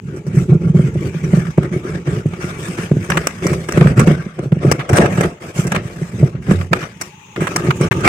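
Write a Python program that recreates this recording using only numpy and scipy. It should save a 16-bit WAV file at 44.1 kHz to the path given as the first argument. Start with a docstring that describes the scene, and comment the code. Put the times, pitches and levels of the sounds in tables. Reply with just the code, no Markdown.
"""A hand rubs round the plastic rim of a washing machine tub and drags a thin saw blade over it, close by.
Sticking and slipping skin makes the hollow tub boom, while rubbed grit rasps and fizzes as noise-like grains.
Fingers thump as short low swings; the blade clicks as noise bursts, knocks the wall and rings as fading tones.
Behind it lies faint, drifting room noise; loud thumps overload the input, and it falls silent once, briefly."""
import sys
import numpy as np
from scipy import signal
from scipy.fft import rfft, irfft, next_fast_len
from scipy.io import wavfile
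from scipy.ndimage import uniform_filter1d

SR = 44100
rng = np.random.default_rng(int(sys.argv[2]) if len(sys.argv) > 2 else 0)


def materialize(psi):
    """Save the field psi as 16-bit PCM at rate SR to the path in sys.argv[1].

    A 1-D psi becomes a single channel; in a 2-D psi each row is a channel.
    """
    bounded = np.clip(np.atleast_2d(psi).T, -1, 1)
    quanta = np.round(bounded * 32767).astype(np.int16)
    wavfile.write(sys.argv[1], SR, quanta)


def attenuation_scalar(level_db):
    """Turn a level in dB into a linear amplitude multiplier (20 dB per decade)."""
    decades = np.asarray(level_db, float) / 20
    return 10 ** decades


N = 356460  # length in samples

# Rubs of the hand or blade. Each row: start in seconds, length in seconds, boom level in dB,
# upper tub modes in dB, rasp in dB, fizz in dB.
RUB_STROKES = [(0.0, 0.068, -27, -41, -64, -59), (0.062, 0.099, -30, -30, -46.5, -53.5),
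               (0.162, 0.046, -35, -38, -50, -55), (0.242, 0.077, -20.5, -34, -43.5, -53),
               (0.329, 0.097, -18, -25, -44.5, -41.5), (0.469, 0.082, -16, -21.5, -40.5, -51),
               (0.597, 0.099, -18.5, -25, -40, -51), (0.736, 0.15, -17.5, -23.5, -38.5, -45),
               (0.92, 0.068, -16, -28, -42.0, -50), (0.998, 0.081, -23, -24, -37.5, -41.5),
               (1.121, 0.15, -28.5, -38.5, -38.5, -48), (1.212, 0.08, -19, -26, -42, -46.5),
               (1.308, 0.092, -17.5, -26, -31.5, -39), (1.419, 0.1, -28.5, -42, -40, -47.5),
               (1.567, 0.053, -22, -24.5, -39.0, -52), (1.605, 0.046, -19, -24.5, -34.5, -47.0),
               (1.708, 0.07, -24, -25, -35, -44.5), (1.824, 0.16, -25.5, -27, -36.5, -46),
               (2.045, 0.14, -20, -24, -34, -42.5), (2.243, 0.047, -20.5, -40.0, -44, -51),
               (2.297, 0.28, -29.5, -32.5, -40.5, -51), (2.392, 0.12, -35, -40, -33.5, -38.5),
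               (2.569, 0.17, -38, -29, -36.5, -37), (2.757, 0.089, -23.5, -35.5, -30, -36),
               (2.897, 0.12, -18, -30, -46, -48.5), (2.996, 0.066, -39, -45, -37.5, -42),
               (3.081, 0.11, -21, -26, -29.0, -37.5), (3.189, 0.11, -30.5, -36, -35, -40),
               (3.313, 0.15, -28.5, -46, -39.5, -45.0), (3.41, 0.13, -22, -21, -29.5, -37),
               (3.54, 0.11, -27.0, -36.0, -39.5, -42.5), (3.671, 0.12, -33, -29.0, -32.5, -41),
               (3.724, 0.18, -11, -21, -27, -40), (3.956, 0.063, -6.5, -27.5, -24.5, -34.5),
               (4.046, 0.074, -10.0, -21.0, -27, -37.5), (4.152, 0.073, -32, -40, -35.5, -50),
               (4.212, 0.17, -38, -51, -40.5, -55.5), (4.37, 0.037, -33, -30.5, -37.5, -59),
               (4.412, 0.025, -25, -29, -35.5, -45.5), (4.5, 0.103, -23, -38, -43.5, -57),
               (4.605, 0.13, -20.5, -23.0, -30.0, -43), (4.769, 0.085, -35.0, -39, -35.0, -54),
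               (4.878, 0.13, -16, -19.5, -32.5, -40.5), (4.934, 0.04, -21.5, -25, -16, -27),
               (4.985, 0.063, -14.5, -18.5, -20.5, -38), (5.077, 0.073, -17, -39, -30.5, -37),
               (5.161, 0.091, -19, -24.5, -25.5, -36.0), (5.267, 0.066, -38, -47, -42, -54),
               (5.397, 0.1, -36, -37, -37.5, -43.5), (5.541, 0.077, -23, -32.5, -38.5, -30.5),
               (5.628, 0.059, -20.5, -26.5, -38.5, -42.5), (5.707, 0.068, -16.5, -28.5, -26, -45),
               (5.808, 0.158, -30, -36, -41.5, -45), (5.949, 0.141, -27, -41.5, -42, -45),
               (6.105, 0.091, -23, -40, -44, -46.5), (6.176, 0.097, -20, -25.5, -38.5, -45),
               (6.31, 0.081, -26, -46, -46.5, -65.0), (6.404, 0.071, -31.0, -43, -43.5, -48.5),
               (6.461, 0.077, -16, -23, -33, -41), (6.538, 0.094, -24, -32.5, -39.5, -43.5),
               (6.711, 0.044, -26, -23, -29.0, -39), (6.773, 0.073, -33.0, -40, -32, -40),
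               (6.872, 0.128, -36.5, -66, -48.5, -55.5), (6.993, 0.063, -38.5, -37, -41, -40),
               (7.115, 0.27, -43.5, -54, -58.5, -60.5), (7.357, 0.06, -18.5, -21.5, -36, -45.5),
               (7.464, 0.24, -33, -28, -34.5, -42.5), (7.498, 0.098, -31, -32.5, -38, -43.5),
               (7.618, 0.06, -20, -18, -41, -47.5), (7.734, 0.038, -20.5, -29, -50, -39),
               (7.795, 0.053, -15.5, -19, -24.5, -35), (7.899, 0.13, -20.5, -22.5, -34, -43),
               (8.031, 0.091, -15, -16.5, -11, -25.5)]
# Where the hand is. Each row: time in seconds, first hollow in Hz, second hollow in Hz, left over right in dB,
# wall modes in dB against the blend of rasp and upper modes, both hollows in dB.
HAND_PLACES = [(0.0, 1310, 2230, 2.5, -5, -2), (0.09, 1570, 2260, 4.5, -9, 3),
               (0.18, 1320, 2270, -1, 1.5, 7.5), (0.94, 1390, 2130, -1, -8.5, 3),
               (0.99, 1525, 2380, 2, -7.5, 1), (1.62, 1247, 2210, -1, -3, -2),
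               (3.06, 1480, 2290, 1, -4, -1), (3.15, 1320, 2140, -2.5, 2, -8.5),
               (3.31, 1670, 2100, 3.5, -6, -2), (3.49, 1250, 2240, -0.5, 0, -7),
               (3.89, 1575, 2090, 0, -1.5, -1.5), (4.0, 1360, 2250, -1.5, 6, 4),
               (4.28, 1640, 2120, 2, -1.5, -2.5), (4.39, 1380, 2190, -1, 0.5, -2.5),
               (5.29, 1280, 2120, -2, 2, -5), (6.91, 1290, 2070, 3, -3, -9), (7.27, 1100, 2370, 10, -21, 3),
               (7.34, 1380, 2060, 2.5, -3.5, 1.5), (7.79, 1145, 2200, -2.5, -0.5, 2),
               (8.08, 1254, 2220, -6.5, -4.5, -2.5)]
# Extra level of the first hollow. Each row: time in seconds, level in dB.
FIRST_HOLLOW_LEVEL = [(0, -3), (1.3, -2), (1.6, 0.5), (4.3, 0), (5.3, 1), (7.2, -2), (7.5, 5.5),
                      (8.08, 8.5)]
# Low modes of the hollow tub. Each row: pitch in Hz, width in Hz, relative level in dB.
LOW_TUB_MODES = [(81.6, 100, -23), (145, 17, -21), (173, 34, 6.5), (198.5, 170, -3)]
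# Upper modes of the hollow tub. Each row: pitch in Hz, width in Hz, relative level in dB.
UPPER_TUB_MODES = [(365.7, 41, 7.5), (416, 31, 1.5)]
# Modes of the tub wall. Each row: pitch in Hz, width in Hz, relative level in dB.
WALL_MODES = [(512, 120, -1.5), (590, 28, -4.5), (699, 6.1, -5.5), (820, 480, -25)]
# Wall modes that the blade reaches. Each row: pitch in Hz, width in Hz, relative level in dB.
BLADE_WALL_MODES = [(668, 135, 7), (776, 330, -8)]
# Level of those modes against the other wall modes. Each row: time in seconds, level in dB.
BLADE_WALL_LEVEL = [(0, -21), (2.3, -19), (3.4, -14), (4.3, -17), (4.6, -12), (5.0, 2.5), (5.4, -4.5),
                    (5.9, -10), (6.5, -10.5), (6.9, 1.5), (7.1, -17), (8.08, -20)]
# Modes of the rim. Each row: pitch in Hz, width in Hz, relative level in dB.
RIM_MODES = [(1234, 25, 6.5), (1370, 300, 7.5), (1655, 110, 5), (2010, 630, 5.5), (2330, 180, -6.5),
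             (2710, 310, -8.5), (3360, 300, -47), (4540, 1400, -50)]
# Modes of the blade. Each row: pitch in Hz, width in Hz, relative level in dB.
BLADE_MODES = [(5800, 770, 27), (7220, 1400, 20), (7790, 170, 27), (8620, 160, 17.5), (9100, 500, -50),
               (11500, 2500, -37), (14000, 2000, -43)]
# Colour of the rasp. Each row: frequency in Hz, relative level in dB.
RASP_SPECTRUM = [(470, -2), (800, -14), (913, -29), (1120, -4.5), (1530, -6), (1650, -4), (1830, -7),
                 (2300, -6.5), (4600, -26), (5980, -25), (10100, -120)]
# Colour of the fizz on top. Each row: frequency in Hz, relative level in dB.
FIZZ_SPECTRUM = [(2120, -6), (3600, -15.5), (4180, -21), (4540, -15), (5890, -7), (6640, -10.5), (7950, -7),
                 (9010, -11.5), (10500, -18), (14800, -23.5), (15500, -27.5), (16000, -50)]
# Finger thumps on the tub. Each row: start in seconds, level in dB, pitch of the pressed wall in Hz,
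# upper modes in dB against the low swing, milliseconds until the hand damps it.
FINGER_THUMPS = [(0.078, -16.5, 153, -24, 11), (0.167, -27, 153, 9, 14), (0.263, -18, 150, 2.5, 40),
                 (0.365, 0, 147, -20, 18), (0.491, -6.5, 111.4, -10, 23), (0.517, 2, 152, -45, 16),
                 (0.549, -6, 148, -22, 12.6), (0.649, -8, 150, -28, 22), (0.666, -5.5, 134, -10, 13),
                 (0.696, -4.5, 146, -29, 9.4), (0.743, -0.5, 162.4, -7, 20), (0.79, 2.5, 155.6, -7, 11),
                 (0.838, -7.5, 141, -29, 33), (0.953, -7.5, 137, 0, 21), (1.042, -12, 119.4, -2.5, 23),
                 (1.143, -12, 161, -2, 24), (1.229, -20.5, 148, -10, 54), (1.331, 1.5, 166, -5, 11),
                 (1.368, -4, 148, -4.5, 20), (1.48, -12, 157.5, -11, 12), (1.577, 4, 147, -0.5, 9.5),
                 (1.63, -15.5, 161, -2, 15), (1.712, -10, 173, -17, 8.8), (1.758, -12, 145.7, -0.5, 15),
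                 (1.847, -17.5, 174, 2.5, 10), (1.949, -16, 147, -1, 15), (2.073, -19, 126, 10, 24),
                 (2.254, -0.5, 146, -7, 6.5), (2.438, -11.5, 141, -1, 8.6), (2.615, -19.5, 140, -15, 21),
                 (2.683, -17, 178, -19, 23), (2.784, -13.5, 175, 4.5, 14), (2.83, -12.5, 164, -2, 6.4),
                 (2.911, 2, 151, -3, 8.4), (2.932, -9, 150, -13, 10), (2.964, -0.5, 140, -7.5, 7),
                 (3.17, -18.5, 120, 8, 11), (3.453, -5.5, 154, 4, 13), (3.512, -9.5, 143, 0, 16),
                 (3.6, -16, 153, -5, 22), (3.687, -14.5, 142.5, 6.5, 3), (3.771, -4.5, 163, 8, 12),
                 (3.808, 6, 153.5, -7.5, 15), (3.855, 5.5, 139.6, -9.5, 7.5), (3.974, 3.5, 144, -9, 13.6),
                 (4.069, -0.5, 164.5, 2, 19), (4.108, -2, 154.4, -2, 19.4), (4.188, -18, 162, -25, 23),
                 (4.26, -11.5, 181, -6, 7.5), (4.39, -14, 145, 5, 12), (4.454, -15, 139, 1.5, 24),
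                 (4.52, 3, 150, -8, 8.6), (4.565, -4.5, 156, -6.5, 5.5), (4.645, -5, 141, 5, 24),
                 (4.675, 1.5, 148, -19, 7.1), (4.716, -4, 140, -11, 4.7), (4.786, -15, 130, 1.5, 16),
                 (4.925, 4.5, 116, -15.5, 6.1), (4.988, -7, 189, 9.5, 9.3), (5.115, -25, 166, -1, 34),
                 (5.178, -4.5, 139.6, -3, 14.7), (5.246, -14, 155, 6, 18), (5.439, -27, 158, -19, 14),
                 (5.586, -2, 149.4, -6.5, 11), (5.647, -15, 131, 2.5, 26), (5.714, -13, 190, -21, 20),
                 (5.85, -7, 131, -17, 4), (6.013, -8, 153, -5.5, 15), (6.137, -19.5, 119.5, -2, 15),
                 (6.225, 3.5, 139, -6, 15), (6.346, -9.5, 140, -8.5, 8.7), (6.481, -27, 174, -19, 8.3),
                 (6.508, 2.5, 186.6, -1, 8.8), (6.709, -7, 153, -11, 10.6), (6.723, -10, 177, -1, 11),
                 (6.82, -18.5, 153, -13, 18), (7.375, -13.5, 167, 2, 16), (7.417, -17.5, 177.4, 13, 30),
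                 (7.554, -19.5, 172, 9.5, 10), (7.642, -10, 156, 1.5, 6.9), (7.681, -4, 138, -2.5, 19),
                 (7.806, -2, 136.5, -0.5, 7), (7.906, -4.5, 130, -5, 8.5), (7.963, -10, 136, -16, 5.4)]
# Nail and blade clicks. Each row: start in seconds, level in dB, treble in dB against the middle,
# burst length in milliseconds (at least 2 is used), left over right in dB.
NAIL_AND_BLADE_CLICKS = [(0.162, -30.5, -5.5, 33, -5), (0.2656, -34.5, 0, 29, 0.5),
                         (0.752, -39.5, -5, 11, -13.5), (0.9397, -38, -1, 11, -15),
                         (1.1426, -40, -35, 1.4, 30.5), (1.3056, -26, -13, 13, -5),
                         (1.4676, -26, -18, 9.1, 12), (1.5754, -21.5, -12.5, 15, 0),
                         (1.631, -18, -16, 8.4, -6), (1.8517, -37.5, -28, 9.2, -24),
                         (1.942, -45, -23, 15, -9), (2.0718, -34, -32, 22, -28),
                         (2.3345, -21.5, -21, 11, -6), (2.5885, -32, -19, 16, 0),
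                         (2.7838, -22, -36, 11, -20), (2.915, -22.5, -32, 6, 2),
                         (3.101, -3.5, -10, 8.6, -6), (3.1179, -2.5, -30, 8.6, 0),
                         (3.171, 0.5, -17.5, 13, -2.5), (3.2704, 1.5, -4.5, 5.7, -1.5),
                         (3.4231, -24, -28, 4.8, -15), (3.467, -8.5, -2.5, 9.1, -3),
                         (3.531, -15, -8.5, 13, -9), (3.687, -10.5, -9.5, 11, -2),
                         (3.7223, -11, -3, 6, -1.5), (3.7733, -9.5, -13, 14, -4),
                         (3.8103, -6, -25, 11, -4.5), (3.8625, -37, -45, 15, -14),
                         (3.871, -6.5, -25, 11, -6), (3.9933, -4, -8.5, 15.6, -9),
                         (4.0727, -9.5, -15, 14, -7), (4.391, -20, -12.5, 5.3, -4),
                         (4.52, -19, -24, 12, -4.5), (4.634, -20.5, -36, 6.5, -4),
                         (4.7142, -5, -0.5, 14.4, 4), (4.793, -11, -38, 35, -4),
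                         (4.8917, -10.5, -7.5, 13, -1.5), (4.9308, -6, -11, 14, -1.5),
                         (4.9683, -6, -5, 21, -0.5), (4.9848, 1, -32, 2.8, -2),
                         (5.0237, -21.5, -36, 9, -23), (5.0579, -10.5, -23, 11, -16),
                         (5.1739, -14, -43, 11, -9), (5.2085, -9.5, -7, 9.8, -9.5),
                         (5.2329, -13, -21, 19, -12), (5.5478, -35.5, -17, 34, -24),
                         (5.6686, -17.5, -1, 14, -5.5), (5.7191, -5.5, -9.5, 11, -2.5),
                         (5.7478, -8.5, -15, 23, -0.5), (5.761, -6, -44, 8.4, -13.5),
                         (6.352, -35.5, -30, 15, 12), (6.4323, -36, -19, 6.6, -4),
                         (6.4642, -26, -21, 16, -3.5), (6.5099, -8.5, -15.5, 19, -7.5),
                         (6.6122, -15.5, -25, 8, -3.5), (6.7311, 2, -39, 8.9, -9.5),
                         (6.8265, -16, -26, 16, -10), (7.012, -14, 3, 15.4, -0.5),
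                         (7.3613, -13.5, -41.5, 10, -6), (7.4057, -14, -14, 78, -5.5),
                         (7.4697, -5, -21, 15.4, -6), (7.561, -2.5, -2, 10.5, -3),
                         (7.645, -20, -13, 20, -12), (7.7064, -2.5, -37.5, 10.6, -5.5),
                         (7.8108, -17, -7, 14, -15.5), (7.914, -6, -16, 19, 4.5),
                         (8.007, -23, -0.5, 8.2, -2), (8.053, -6.5, -26, 9, -9), (8.0755, 5, -20, 5.3, 0)]
# Nail or blade edge knocking the wall. Each row: start in seconds, peak in dB.
WALL_KNOCKS = [(2.917, -18), (2.968, -25), (3.464, -14), (3.776, -11), (3.811, -20), (3.998, 0.5),
               (4.072, -17), (4.388, -12), (4.632, -14), (4.654, -10), (4.715, 5), (4.897, -2), (4.986, 5),
               (5.0, -1), (5.023, -2.5), (5.037, -13), (5.209, -0.5), (5.746, -6), (6.51, -19),
               (6.733, -0.5)]
# Blade teeth singing and the wall wobbling. 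Each row: start in seconds, level in dB, pitch in Hz,
# rise in seconds, time to fall by 60 dB in seconds.
LONG_RINGS = [(4.958, -17.5, 8620, 0.0033, 0.092), (4.985, -24.5, 8620, 0.0031, 0.074),
              (5.008, -27.5, 8620, 0.0036, 0.085), (5.17, -25, 7700, .01, 0.071),
              (6.528, -2.5, 91, 0.05, 0.38)]
# Colour of the room noise. Each row: frequency in Hz, relative level in dB.
ROOM_SPECTRUM = [(18, -53), (30, -23), (112, -1), (165, -4), (273, -28), (394, -19), (721, -42), (844, 3),
                 (1590, -33), (2540, -8), (3770, -21), (4910, -40), (6550, -11), (8980, -41), (16000, -35)]
# Level of the room noise. Each row: time in seconds, level in dB.
ROOM_LOUDNESS = [(0, -58), (1, -49), (2, -50.5), (3, -45.5), (4.3, -63.5), (5.3, -50), (6.3, -55.5),
                 (6.8, -55.5), (7.05, -45.5), (7.34, -42.5), (7.45, -42.5), (8.08, -35.5)]
# Difference in colour between the two sound openings. 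Each row: frequency in Hz, left over right in dB.
LEFT_RIGHT_COLOUR = [(60, -8), (110, -0.5), (200, -2.5), (380, 1.5), (700, 4), (1290, 1), (2380, 7),
                     (4400, 8.5), (8120, -7), (15000, 4.5)]
# When the input goes silent: start in seconds, end in seconds.
SILENT_SPAN = (7.883, 7.910)

RUB_ATTACK_S, RUB_SAG_DB_PER_S = 0.026, -2
BOOM_T60_S, GRIT_T60_S = 0.26, 0.24  # time to fall by 60 dB after a rub
WALL_FROM_RASP = 0.49  # the wall level follows the rasp by this share, the upper modes by the rest
PORT_LAG_S, PORT_SAME = 0.00042, 0.17  # delay to the left opening, share of sound alike in both


def boom():
    """Soft finger pads judder and drive the tub modes; hard contact reaches the wall modes too."""
    soft_push = np.hanning(round(0.003 * SR))
    judder = signal.oaconvolve(slips(400, 2.2)[0], soft_push)[:N]
    low = evened(through(judder, LOW_TUB_MODES))
    upper = evened(through(judder, UPPER_TUB_MODES))

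    hard_push = np.hanning(round(0.0012 * SR))[None]
    hard = signal.oaconvolve(slips(900, 2.1, channels=2), hard_push, axes=1)[:, :N]
    wall = evened(through(hard, WALL_MODES))
    blade_wall = evened(through(hard, BLADE_WALL_MODES))
    wall = ports(wall + attenuation_scalar(curve(BLADE_WALL_LEVEL, index=1)) * blade_wall)

    boom_db, upper_db, rasp_db = np.transpose(RUB_STROKES)[2:5]
    wall_db = WALL_FROM_RASP * rasp_db + (1 - WALL_FROM_RASP) * upper_db
    out = rubbing(boom_db, BOOM_T60_S) * low + rubbing(upper_db, BOOM_T60_S) * upper
    return out + attenuation_scalar(curve(HAND_PLACES, index=4)) * rubbing(wall_db, BOOM_T60_S) * wall


def rasp():
    """Grit under skin and blade: clumped grains through the rim and the moving hand's hollows, with fizz."""
    clumps = attenuation_scalar(1.8 * evened(uniform_filter1d(rng.standard_normal(N), 500)))
    grit = slips(5000, 1.9, channels=2) * clumps
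    coloured = 1.88 * evened(shaped(grit, lambda hz: attenuation_scalar(read(RASP_SPECTRUM, hz))))
    coloured += 0.53 * evened(through(grit, RIM_MODES))

    # each hollow is two resonances in a row, moving with the hand
    first_hz, second_hz = curve(HAND_PLACES, index=1), curve(HAND_PLACES, index=2)
    first = evened(resonate(resonate(grit, first_hz, 160), first_hz, 150))
    second = evened(resonate(resonate(grit, second_hz, 170), second_hz, 170))
    hollows = attenuation_scalar(curve(FIRST_HOLLOW_LEVEL, index=1) - 6) * first + 0.22 * second
    coloured += attenuation_scalar(curve(HAND_PLACES, index=5)) * hollows

    fizz = evened(shaped(grit, lambda hz: attenuation_scalar(read(FIZZ_SPECTRUM, hz))))
    rasp_db, fizz_db = np.transpose(RUB_STROKES)[4:6]
    both = rubbing(rasp_db, GRIT_T60_S) * evened(coloured) + rubbing(fizz_db, GRIT_T60_S) * fizz
    pan_db = curve(HAND_PLACES, index=3) * np.array([[0.5], [-0.5]])
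    return attenuation_scalar(pan_db) * ports(patchy(both, patchy_db=3.5))


def thumps():
    """The wall swings up until the hand damps it; the edge of the blow rings the upper modes."""
    out, t = np.zeros(N), np.arange(SR // 8) / SR
    edge = np.convolve(ring(UPPER_TUB_MODES + WALL_MODES), np.hanning(round(0.002 * SR)))[:len(t)]
    edge = np.roll(edge, round(0.00307 * SR)) * (t > 0.003)  # the hard edge lands just after the soft pad
    edge = edge / abs(edge).max()
    for s, db, hz, upper_db, ms in FINGER_THUMPS:
        damped = attenuation_scalar(-60 * np.maximum(t - ms / 1000, 0) / 0.04)
        swing = (1 - np.exp(-t / 0.0037)) * np.sin(2 * np.pi * hz * t)
        add(out, s, attenuation_scalar(db) * damped * (swing + attenuation_scalar(upper_db) * edge))
    return out


def clicks():
    """Each click is a short burst of chatter through rim and blade modes, with a tail inside the tub."""
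    out, t = np.zeros((2, N)), np.arange(SR // 6) / SR
    rim, blade = ring(RIM_MODES)[None], ring(BLADE_MODES)[None]
    for s, db, treble_db, ms, pan_db in NAIL_AND_BLADE_CLICKS:
        chatter = rng.standard_normal((2, len(t)))
        progress = np.clip(t * 1000 / max(ms, 2), 0, 1)
        swell = 1.9 * progress ** 0.078 * (1 - progress) ** 0.67
        tail = attenuation_scalar(-22.5 - 60 * t / 0.28) * progress
        burst = chatter * (swell + tail)
        middle = signal.fftconvolve(burst, rim, axes=1)[:, :len(t)]
        treble = signal.fftconvolve(burst, blade, axes=1)[:, :len(t)]
        sound = middle / abs(middle).max() + attenuation_scalar(treble_db) * treble / abs(treble).max()
        pan = attenuation_scalar(np.array([[pan_db], [-pan_db]]) / 2)
        add(out, s, attenuation_scalar(db) * ports(sound) * pan)
    return out


def knocks():
    """A hard, short contact rings the wall and rim modes; the hand damps them at once."""
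    out, t = np.zeros(N), np.arange(SR // 8) / SR
    modes = ring(WALL_MODES) + 0.8 * ring(BLADE_WALL_MODES) + 0.23 * ring(RIM_MODES)
    contact = np.hanning(round(0.00066 * SR) + 2)
    tap = np.convolve(modes, contact)[:len(t)]
    tap *= attenuation_scalar(-60 * t / 0.12)  # falls an extra 60 dB in 0.12 s
    for s, db in WALL_KNOCKS:
        add(out, s, attenuation_scalar(db) * tap / abs(tap).max())
    return np.array([np.roll(out, round(PORT_LAG_S * SR)), out])


def sing():
    """Single modes of blade and wall ring on as pure tones that rise and fade away."""
    out, t = np.zeros(N), np.arange(SR // 3) / SR
    for s, db, hz, rise, t60 in LONG_RINGS:
        level = attenuation_scalar(db - 60 * t / t60) * np.minimum(t / rise, 1)
        add(out, s, level * np.sin(2 * np.pi * hz * t))
    return out


def room():
    """Faint room noise whose colour drifts and whose level rises and falls."""
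    noise = shaped(rng.standard_normal((2, N)), lambda hz: attenuation_scalar(read(ROOM_SPECTRUM, hz)))
    return attenuation_scalar(curve(ROOM_LOUDNESS, index=1)) * evened(patchy(noise, patchy_db=2))


def slips(per_s, spread_db, channels=1):
    """Sparse stick-slip impulses of random sign and uneven size; a few are large."""
    size = attenuation_scalar(spread_db * np.minimum(rng.exponential(1, (channels, N)), 4))
    sign = rng.choice([-1., 1.], (channels, N))
    happens = rng.random((channels, N)) < per_s / SR
    return size * sign * happens


def rubbing(level_db, t60):
    """Gain over time: each rub sets in fast, sags while it lasts and dies away; powers add."""
    power = np.zeros(N)
    for (start, length, *_), db in zip(RUB_STROKES, level_db):
        t = np.arange(0, length + 0.4, 1 / SR)
        sag_db = RUB_SAG_DB_PER_S * np.minimum(t, length)
        fade_db = -60 * np.maximum(t - length, 0) / t60
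        gain = np.minimum(t / RUB_ATTACK_S, 1) * attenuation_scalar(db + sag_db + fade_db)
        add(power, start, gain ** 2)
    return np.sqrt(power)


def ring(modes):
    """Response of a set of modes to one tap, peak 1; wider modes die away sooner."""
    t = np.arange(SR // 8) / SR
    out = np.zeros(len(t))
    for hz, width, db in modes:
        out += attenuation_scalar(db) * width * np.exp(-np.pi * width * t) * np.sin(2 * np.pi * hz * t)
    return out / abs(out).max()


def through(x, modes):
    """Lets a sound drive a set of modes, so that each impulse rings them."""
    response = ring(modes).reshape((1,) * (x.ndim - 1) + (-1,))
    return signal.oaconvolve(x, response, axes=-1)[..., :N]


def resonate(x, hz, width):
    """A resonance of gain 1 that follows the curve hz."""
    turn, r = np.exp(2j * np.pi * np.cumsum(hz) / SR), np.exp(-np.pi * width / SR)
    # shift the pitch down to zero, smooth, then shift it back up
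    return 2 * (turn * signal.lfilter([1 - r], [1, -r], x / turn)).real


def patchy(x, patchy_db):
    """Colour that shifts from moment to moment in patches of a few hundred Hz."""
    z = signal.stft(x, nperseg=512, noverlap=384)[2]
    patches = uniform_filter1d(rng.standard_normal(z.shape[-2:]), size=4, axis=0)  # across pitch
    patches = uniform_filter1d(patches, size=14, axis=1)  # across time
    return signal.istft(z * attenuation_scalar(patchy_db * evened(patches)), nperseg=512, noverlap=384)[1][..., :N]


def ports(x):
    """Two sources reach two sound openings: partly alike, the shared part later on the left."""
    late = np.roll(x[0], round(PORT_LAG_S * SR))
    left = PORT_SAME * late + np.sqrt(1 - PORT_SAME ** 2) * x[1]
    return np.array([left, x[0]])


def shaped(x, gain_at):
    """Multiplies the spectrum by a function of frequency."""
    size = next_fast_len(N + 4096)
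    return irfft(rfft(x, size) * gain_at(np.fft.rfftfreq(size, 1 / SR)), size)[..., :N]


def read(points, hz):
    """Reads a colour table at any frequency, on a logarithmic pitch scale."""
    f, value = np.transpose(points)
    return np.interp(np.log(hz + 1), np.log(f + 1), value)


def curve(rows, index):
    """Draws straight lines over time between the values in one column of a table."""
    rows = np.array(rows)
    return np.interp(np.arange(N) / SR, rows[:, 0], rows[:, index])


def evened(x):
    """Scales a signal to an average (rms) level of 1."""
    return x / np.sqrt(np.mean(x ** 2) + 1e-20)


def add(mix, s, sound):
    """Adds a sound to the mix from s seconds on, cut off at the end of the mix."""
    part = mix[..., round(s * SR):][..., :sound.shape[-1]]
    part += sound[..., :part.shape[-1]]


def scene():
    """Boom, thumps and rings are alike in both openings; wall contact, grit, clicks and room differ."""
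    return boom() + rasp() + thumps() + clicks() + knocks() + sing() + room()


def roll_off(x):
    """The treble ends steeply here."""
    return signal.sosfilt(signal.butter(12, 16250, fs=SR, output="sos"), x)


def record(dry):
    """Cuts deep bass, shares the bass between sides, colours each side, drops out once and overloads."""
    dry = signal.sosfilt(signal.butter(3, 84.6, "high", fs=SR, output="sos"), dry)
    mid, side = (dry[0] + dry[1]) / 2, (dry[0] - dry[1]) / 2
    side = shaped(side, lambda hz: 1 / (1 + (624 / (hz + 1)) ** 4))  # below about 624 Hz both sides are alike
    left = shaped(mid + side, lambda hz: attenuation_scalar(read(LEFT_RIGHT_COLOUR, hz) / 2))
    right = shaped(mid - side, lambda hz: attenuation_scalar(-read(LEFT_RIGHT_COLOUR, hz) / 2))

    t = np.arange(N) / SR
    silent_from, silent_to = SILENT_SPAN
    live = 1 - np.clip((t - silent_from) / 0.0059, 0, 1) * (t < silent_to)  # fades out, returns at once
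    x = np.array([left, right]) * live
    overloaded = x / (1 + abs(x) ** 14) ** (1 / 14)  # peaks flatten just below full scale
    return roll_off(overloaded)


dry = scene()
out = record(dry)
materialize(out)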